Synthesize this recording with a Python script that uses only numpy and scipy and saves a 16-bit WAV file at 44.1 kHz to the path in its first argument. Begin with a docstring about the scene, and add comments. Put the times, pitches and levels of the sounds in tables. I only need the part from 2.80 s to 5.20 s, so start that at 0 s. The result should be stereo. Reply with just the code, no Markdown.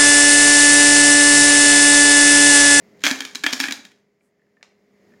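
"""In a small room, a few small hard objects clatter inside an upturned plastic bottle.
It is shaken for a second and then held still. Each blow is a sharp click, a hollow knock of the wall and a
low thump of the whole bottle: bursts of noise plus fading tones. The loose pieces jostle as random ticks.
Later fingers slip over the plastic and nudge the bottle with soft taps, and one last piece drops.
A faint room noise with a wavering hum lies under it all."""
import sys
import numpy as np
from scipy import signal
from scipy.fft import rfft, irfft, next_fast_len
from scipy.io import wavfile
from scipy.ndimage import uniform_filter1d, map_coordinates

SR = 44100
rng = np.random.default_rng(int(sys.argv[2]) if len(sys.argv) > 2 else 0)


def transcribe(u):
    """Save the signal u as a 16-bit wav file named by the first command-line argument.

    u: samples, shape (n,) or (channels, n), limited to [-1, 1]; the rate is SR.
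    q: integer samples, one column per channel.
    """
    v = np.clip(np.atleast_2d(u).T, -1, 1)
    q = np.round(v * 32767).astype(np.int16)
    wavfile.write(sys.argv[1], SR, q)


N = 105840  # samples, 2.4 s


def amp(db):
    """Decibels to gain."""
    return 10 ** (np.asarray(db) / 20)


def unit(x):
    """Scale to an rms (average strength) of 1."""
    return x / np.sqrt(np.mean(x ** 2) + 1e-20)


def along(points, hz):
    """Read a table of (f/Hz, value) at any pitch, with straight lines on a log pitch axis."""
    f, v = np.transpose(points)
    return np.interp(np.log(hz + 1), np.log(f + 1), v)


def curve(rows):
    """Turn a table of (t/s, value) into one value per sample."""
    return np.interp(np.arange(N) / SR, *np.transpose(rows))


def wobble(rate):
    """A smooth random curve through `rate` random points a second."""
    knots = rng.standard_normal(int(N * rate / SR) + 4)
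    return map_coordinates(knots, [np.arange(N) * rate / SR])


def filtered(x, gain):
    """Filter x by a gain for each pitch; the minimum-phase filter adds no sound ahead of time."""
    n = x.shape[-1]
    m = 2 * next_fast_len(n // 2 + 2048)
    log_gain = np.log(np.maximum(gain(np.fft.rfftfreq(m, 1 / SR)), 1e-6))
    # folding the cepstrum onto positive times makes the filter causal
    cepstrum = irfft(log_gain, m)
    cepstrum[..., 1:m // 2] *= 2
    cepstrum[..., m // 2 + 1:] = 0
    response = np.exp(rfft(cepstrum))
    return irfft(rfft(x, m) * response, m)[..., :n]


def coloured(x, spectrum):
    """Give x the tone colour of a (f/Hz, level/dB) table."""
    return filtered(x, lambda hz: amp(along(spectrum, hz)))


def pair(n, alike):
    """Left and right noise; a shared part and an opposite part set how alike they are."""
    likeness = np.clip(along(alike, np.fft.rfftfreq(n, 1 / SR)), -1, 1)
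    turn = np.arccos(likeness) / 2
    noise = rfft(rng.standard_normal((2, n)))
    mid, side = irfft(noise * [np.cos(turn), np.sin(turn)], n)
    return np.array([mid + side, mid - side])


def add(track, s, sound):
    """Mix a sound into the track at time s, in seconds."""
    part = track[:, max(round(s * SR), 0):][:, :sound.shape[-1]]
    part += sound[:, :part.shape[-1]]


# where the direct sound sits: f/Hz, level/dB (left minus right)
BALANCE = [(250, -4), (1200, -3), (2300, -4.5), (4700, -6), (7000, 1), (13000, -2)]
# how long the room takes to fade by 60 dB: f/Hz, t/s
ROOM_FADE = [(1000, 0.43), (7000, 0.3), (15000, 0.2)]
# strength of the room tail: f/Hz, level/dB
ROOM_COLOUR = [(280, -10.5), (600, 1), (2000, -8), (6000, -5.5)]
# left-right likeness of the room sound: f/Hz, likeness (1 = same)
ROOM_ALIKE = [(250, 0.85), (600, 0.73), (1500, .15), (8000, 0.068)]
ROOM_BUILD_S, ROOM_PAN_DB = 0.002, -2.5  # pan is left minus right


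def in_room(x, room_db=0):
    """Place a sound a little to the right; the room answers with noise that fades band by band."""
    n = SR // 2
    hz, t, z = signal.stft(pair(n, ROOM_ALIKE), SR, nperseg=256)
    fade = amp(-60 * t / along(ROOM_FADE, hz)[:, None]) * (1 - np.exp(-t / ROOM_BUILD_S))
    energy = n * np.mean(fade ** 2, axis=1, keepdims=True)
    fade *= amp(along(ROOM_COLOUR, hz))[:, None] / np.sqrt(energy)
    tail = signal.istft(z * fade, SR, nperseg=256)[1]
    pan = amp([[ROOM_PAN_DB / 2], [-ROOM_PAN_DB / 2]])
    heard = signal.fftconvolve(x, tail, axes=1) * amp(room_db) * pan
    direct = filtered(x, lambda hz: amp(np.outer([.5, -.5], along(BALANCE, hz))))
    add(heard, 0, direct)
    return heard


def mode(t, hz, t60):
    """One fading tone, 60 dB down after t60 seconds, its phase a little different at each ear."""
    phase = 2 * np.pi * (hz * t + rng.random()) + .5 * rng.standard_normal((2, 1))
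    return amp(-60 * t / t60) * np.sin(phase)


# left-right likeness of the bottle noises: f/Hz, likeness (1 = same)
BOTTLE_ALIKE = [(600, 0.95), (2000, 0.46), (5000, 0.15)]
CONTACT_FALL = 1.7  # steepness of a contact's end
INSIDE_DB, INSIDE_T60_S = -21, .06  # sound bouncing inside the bottle


def contact(t, length_s, spectrum):
    """A noise burst for many quickly damped plastic modes, with a brief echo inside the bottle."""
    hit = 1 / (1 + (t / length_s) ** (2 * CONTACT_FALL))
    shape = hit + amp(INSIDE_DB - 60 * t / INSIDE_T60_S)
    raw = pair(len(t), BOTTLE_ALIKE) * shape
    power = np.mean(np.abs(rfft(raw)) ** 2, axis=0)
    smooth_power = np.abs(uniform_filter1d(power, size=len(t) // 50))
    raw_hz = np.fft.rfftfreq(len(t), 1 / SR)

    def gain(hz):
        """Even out broad bands but keep the fine peaks, then apply the colour."""
        return np.interp(hz, raw_hz, smooth_power) ** -.5 * amp(along(spectrum, hz))

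    return unit(filtered(raw, gain)) * np.sqrt(np.mean(shape ** 2))


# colour of the room noise, before its level is set: f/Hz, level/dB
AIR_COLOUR = [(25, -32.5), (100, -16), (200, -4.5), (300, -8.5), (600, -10), (800, -19.5), (1500, -23.5),
              (2050, -15), (2500, -25.5), (3800, -31), (5100, -28), (5900, -32.5), (6900, -30),
              (8000, -41.5)]
# level of the room noise over time: t/s, level/dB
AIR_LEVEL = [(0, -55), (.9, -56.5), (1.3, -68.5), (1.55, -69), (2.1, -63), (2.3, -57), (2.4, -59)]
# tones of the hum: f/Hz, level/dB (over the room noise)
HUM = [(202, -7), (410, -4.5)]
HUM_WAVER = .25  # typical phase drift, radians


def background(pan_db=-3):
    """Coloured noise plus a hum of sines with drifting phase; their level sinks and partly returns."""
    t = np.arange(N) / SR
    hum = 0
    for hz, db in HUM:
        tone = np.sin(2 * np.pi * hz * t + HUM_WAVER * wobble(8))
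        hum = hum + amp(db) * np.sqrt(2) * tone
    air = unit(coloured(pair(N, ROOM_ALIKE), AIR_COLOUR))
    pan = amp([[pan_db / 2], [-pan_db / 2]])
    return (air + hum) * amp(curve(AIR_LEVEL)) * pan


# colour of the finger's swish, before its level is set: f/Hz, level/dB
SLIDE_COLOUR = [(300, -13), (1200, 4), (4000, -14), (8000, 1), (16000, -14)]
SLIDE_S, SLIDE_LENGTH_S, SLIDE_DB = 1.455, .028, -74  # middle, spread and level


def slide():
    """Skin slips over the plastic: a faint swish of noise that swells and fades in a bell shape."""
    swell = np.exp(-.5 * ((np.arange(N) / SR - SLIDE_S) / SLIDE_LENGTH_S) ** 2)
    return amp(SLIDE_DB) * swell * unit(coloured(pair(N, BOTTLE_ALIKE), SLIDE_COLOUR))


# fingers nudging the bottle: t/s, level/dB, f/Hz (pitch of the tap)
NUDGES = [(1.409, -64.5, 2336), (1.595, -67, 1756), (1.618, -64.5, 1787), (1.667, -66, 1764),
          (1.769, -57, 1790), (1.811, -58, 1760), (2.320, -59.5, 1740), (2.338, -55.5, 1800)]
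# colour of a nudge's noise: f/Hz, level/dB
NUDGE_COLOUR = [(100, -20), (500, 0), (2200, 7), (3300, -24), (16000, -48)]


def nudges(length_s=0.0051, ring_t60_s=0.045):
    """Soft taps as the fingers shift: a short noise burst and one quickly fading tone."""
    out, t = np.zeros((2, N)), np.arange(SR // 8) / SR
    for s, db, hz in NUDGES:
        tap = .5 * contact(t, length_s, NUDGE_COLOUR) + np.sqrt(2) * mode(t, hz, ring_t60_s)
        add(out, s, in_room(amp(db) * tap))
    return out


# colour of the last piece's drop: f/Hz, level/dB
DROP_COLOUR = [(80, -30), (900, -4), (1500, -3.5), (2500, 4.5), (3200, -7), (4100, -2), (7000, -9),
               (9000, -24), (16000, -39)]
DROP_S, DROP_DB, DROP_LENGTH_S = 1.8283, -36.5, 0.0023


def last_drop(room_db=1.5):
    """A last piece drops into the neck, damped by the fingers: a noise burst with no ringing tone."""
    out, t = np.zeros((2, N)), np.arange(SR // 8) / SR
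    add(out, DROP_S, in_room(amp(DROP_DB) * contact(t, DROP_LENGTH_S, DROP_COLOUR), room_db))
    return out


# level of the loose pieces over time: t/s, level/dB
JOSTLE_LEVEL = [(.17, -67), (.234, -46.5), (.243, -25.5), (.28, -23), (.34, -37), (.44, -48), (.62, -54),
                (.68, -36), (.78, -40.5), (.83, -28.5), (.93, -48), (1.22, -76)]
# colour of a hollow knock, also used by the blows: f/Hz, level/dB
KNOCK_COLOUR = [(60, -50), (550, -19.5), (1300, -8), (1690, 3), (2000, -4), (2380, 1.5), (2800, -9),
                (3230, -3), (4500, -24), (16000, -46)]
# colour of a sharp click, also used by the blows: f/Hz, level/dB
CLICK_COLOUR = [(60, -40), (500, -12.5), (1500, -10), (2800, -4), (3900, 0.5), (7100, -2), (7700, -9.5),
                (16000, -21.5)]
KNOCK_S, CLICK_S = .003, .0027  # length of a contact
JOSTLE_PER_S, JOSTLE_SCATTER_DB = 400, 2


def jostle(knock_db=-2):
    """Light touches of the loose pieces: ticks of fading noise at random times and strengths."""
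    scatter_db = JOSTLE_SCATTER_DB * np.clip(rng.standard_normal(N), -2, 2)
    touches = (rng.random(N) < JOSTLE_PER_S / SR) * amp(scatter_db)
    # every touch starts a quick fade
    shape = unit(signal.lfilter([1], [1, -np.exp(-2 / (CLICK_S * SR))], touches))
    clicks = unit(coloured(shape * pair(N, BOTTLE_ALIKE), CLICK_COLOUR))
    knocks = unit(coloured(shape * pair(N, BOTTLE_ALIKE), KNOCK_COLOUR))
    ticks = unit(clicks + amp(knock_db) * knocks)
    t = np.arange(N) / SR
    shaking = (t > JOSTLE_LEVEL[0][0]) & (t < JOSTLE_LEVEL[-1][0])
    return in_room(ticks * amp(curve(JOSTLE_LEVEL)) * shaking)[:, :N]


# blows on the wall: t/s, knock level/dB, click level/dB, thump level/dB,
# spot f/Hz (pitch of the place struck), thump f/Hz
BLOWS = [(0.2382, -14, -14.5, -20.5, 3260, 283.6), (0.2452, -18, -21.5, -25.5, 2300, 295),
         (.2530, -19.5, -16.5, -30.5, 6000, 287), (.2570, -18.5, -18.5, -33, 1720, 280),
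         (0.2654, -9.5, -15, -19, 3290, 284), (0.2701, -18, -18.5, -30, 2300, 284),
         (.2790, -24.5, -21, -32.5, 6200, 280), (0.3051, -21, -24, -33.5, 7070, 267),
         (0.3117, -19.5, -16, -14, 1720, 272), (0.4053, -22.5, -22, -31.5, 3198, 266),
         (.4200, -31.5, -33, -37, 1780, 275), (0.4504, -29, -25.5, -32.5, 3550, 263.2),
         (.5490, -34, -28.5, -36.5, 6400, 258), (0.5543, -28, -22, -29.5, 4030, 260),
         (.6370, -22.5, -22.5, -28, 2150, 307), (.6400, -17, -21.5, -25, 1695, 297.4),
         (0.6643, -9.5, -17, -20, 2710, 289), (.7280, -24, -19.5, -21.5, 7150, 260.6),
         (0.7327, -22.5, -15, -34, 5450, 253), (.8010, -14.5, -14, -20, 5400, 269.4),
         (0.8098, -25.5, -20, -27.5, 3340, 286), (0.8396, -17.5, -26.5, -25, 2330, 291),
         (0.8844, -21, -28, -23, 1900, 268.4), (.9093, -27, -24, -29.5, 2300, 246),
         (0.923, -27, -18.5, -36.5, 3930, 292), (.9750, -47, -51, -38.5, 2300, 247),
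         (1.051, -40, -37.5, -50, 3730, 230), (1.117, -53, -55, -50, 1996, 224.6)]
# ringing tones of the wall: f/Hz, level/dB (before WALL_DB), t/s (60 dB fade, before the cap below)
WALL = [(825, -14, .25), (1537, -3.5, .08), (1678, 3, .13), (1748, 0, 0.18), (2155, -9.5, .25),
        (2298, -1, .18), (2430, -4, .12), (2480, -5, .17), (3250, 1, 0.12), (3543, -10, .25)]
WALL_DB, MODE_SCATTER_DB, WALL_LONGEST_S = -18.5, 3, .18  # the last caps the fade times
SPOT_DB, SPOT_T60_S = -3, .045  # ring of the spot struck
THUMP_T60_S, THUMP_RISE_S = 0.08, 0.002


def wall_ring(t):
    """The wall's tones ring together, their strengths a little different at each blow."""
    ring = 0
    for hz, db, t60 in WALL:
        strength = amp(db + MODE_SCATTER_DB * rng.normal())
        ring = ring + strength * mode(t, hz, min(t60, WALL_LONGEST_S))
    return ring


def blows():
    """Each blow clicks, knocks, rings its own spot and the wall, and thumps the whole bottle."""
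    out, t = np.zeros((2, N)), np.arange(SR // 4) / SR
    thump_shape = amp(-60 * t / THUMP_T60_S) * (1 - np.exp(-t / THUMP_RISE_S)) ** 2
    for s, knock_db, click_db, thump_db, spot_hz, thump_hz in BLOWS:
        knock = contact(t, KNOCK_S, KNOCK_COLOUR) + amp(WALL_DB) * wall_ring(t)
        click = contact(t, CLICK_S, CLICK_COLOUR)
        thump = np.sin(2 * np.pi * thump_hz * t) * thump_shape
        # the spot rings as strongly as knock and click together are at its pitch
        knock_drive = amp(knock_db + along(KNOCK_COLOUR, spot_hz))
        click_drive = amp(click_db + along(CLICK_COLOUR, spot_hz))
        spot = amp(SPOT_DB) * np.hypot(knock_drive, click_drive) * mode(t, spot_hz, SPOT_T60_S)
        blow = amp(knock_db) * knock + amp(click_db) * click + spot + amp(thump_db) * thump
        add(out, s, in_room(blow))
    return out


def scene():
    """The room, the fingers, the loose pieces and the blows together."""
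    return background() + slide() + nudges() + last_drop() + jostle() + blows()


TOP_HZ = 16200  # band limit


def record(dry):
    """Round off the loudest peaks, then cut steeply above the band limit."""
    soft = dry / (1 + np.abs(dry) ** 6) ** (1 / 6)
    m = next_fast_len(N + SR // 2)
    cut = 1 + (np.fft.rfftfreq(m, 1 / SR) / TOP_HZ) ** 120
    return irfft(rfft(soft, m) / cut, m)[:, :N]


dry = scene()
out = record(dry)
transcribe(out)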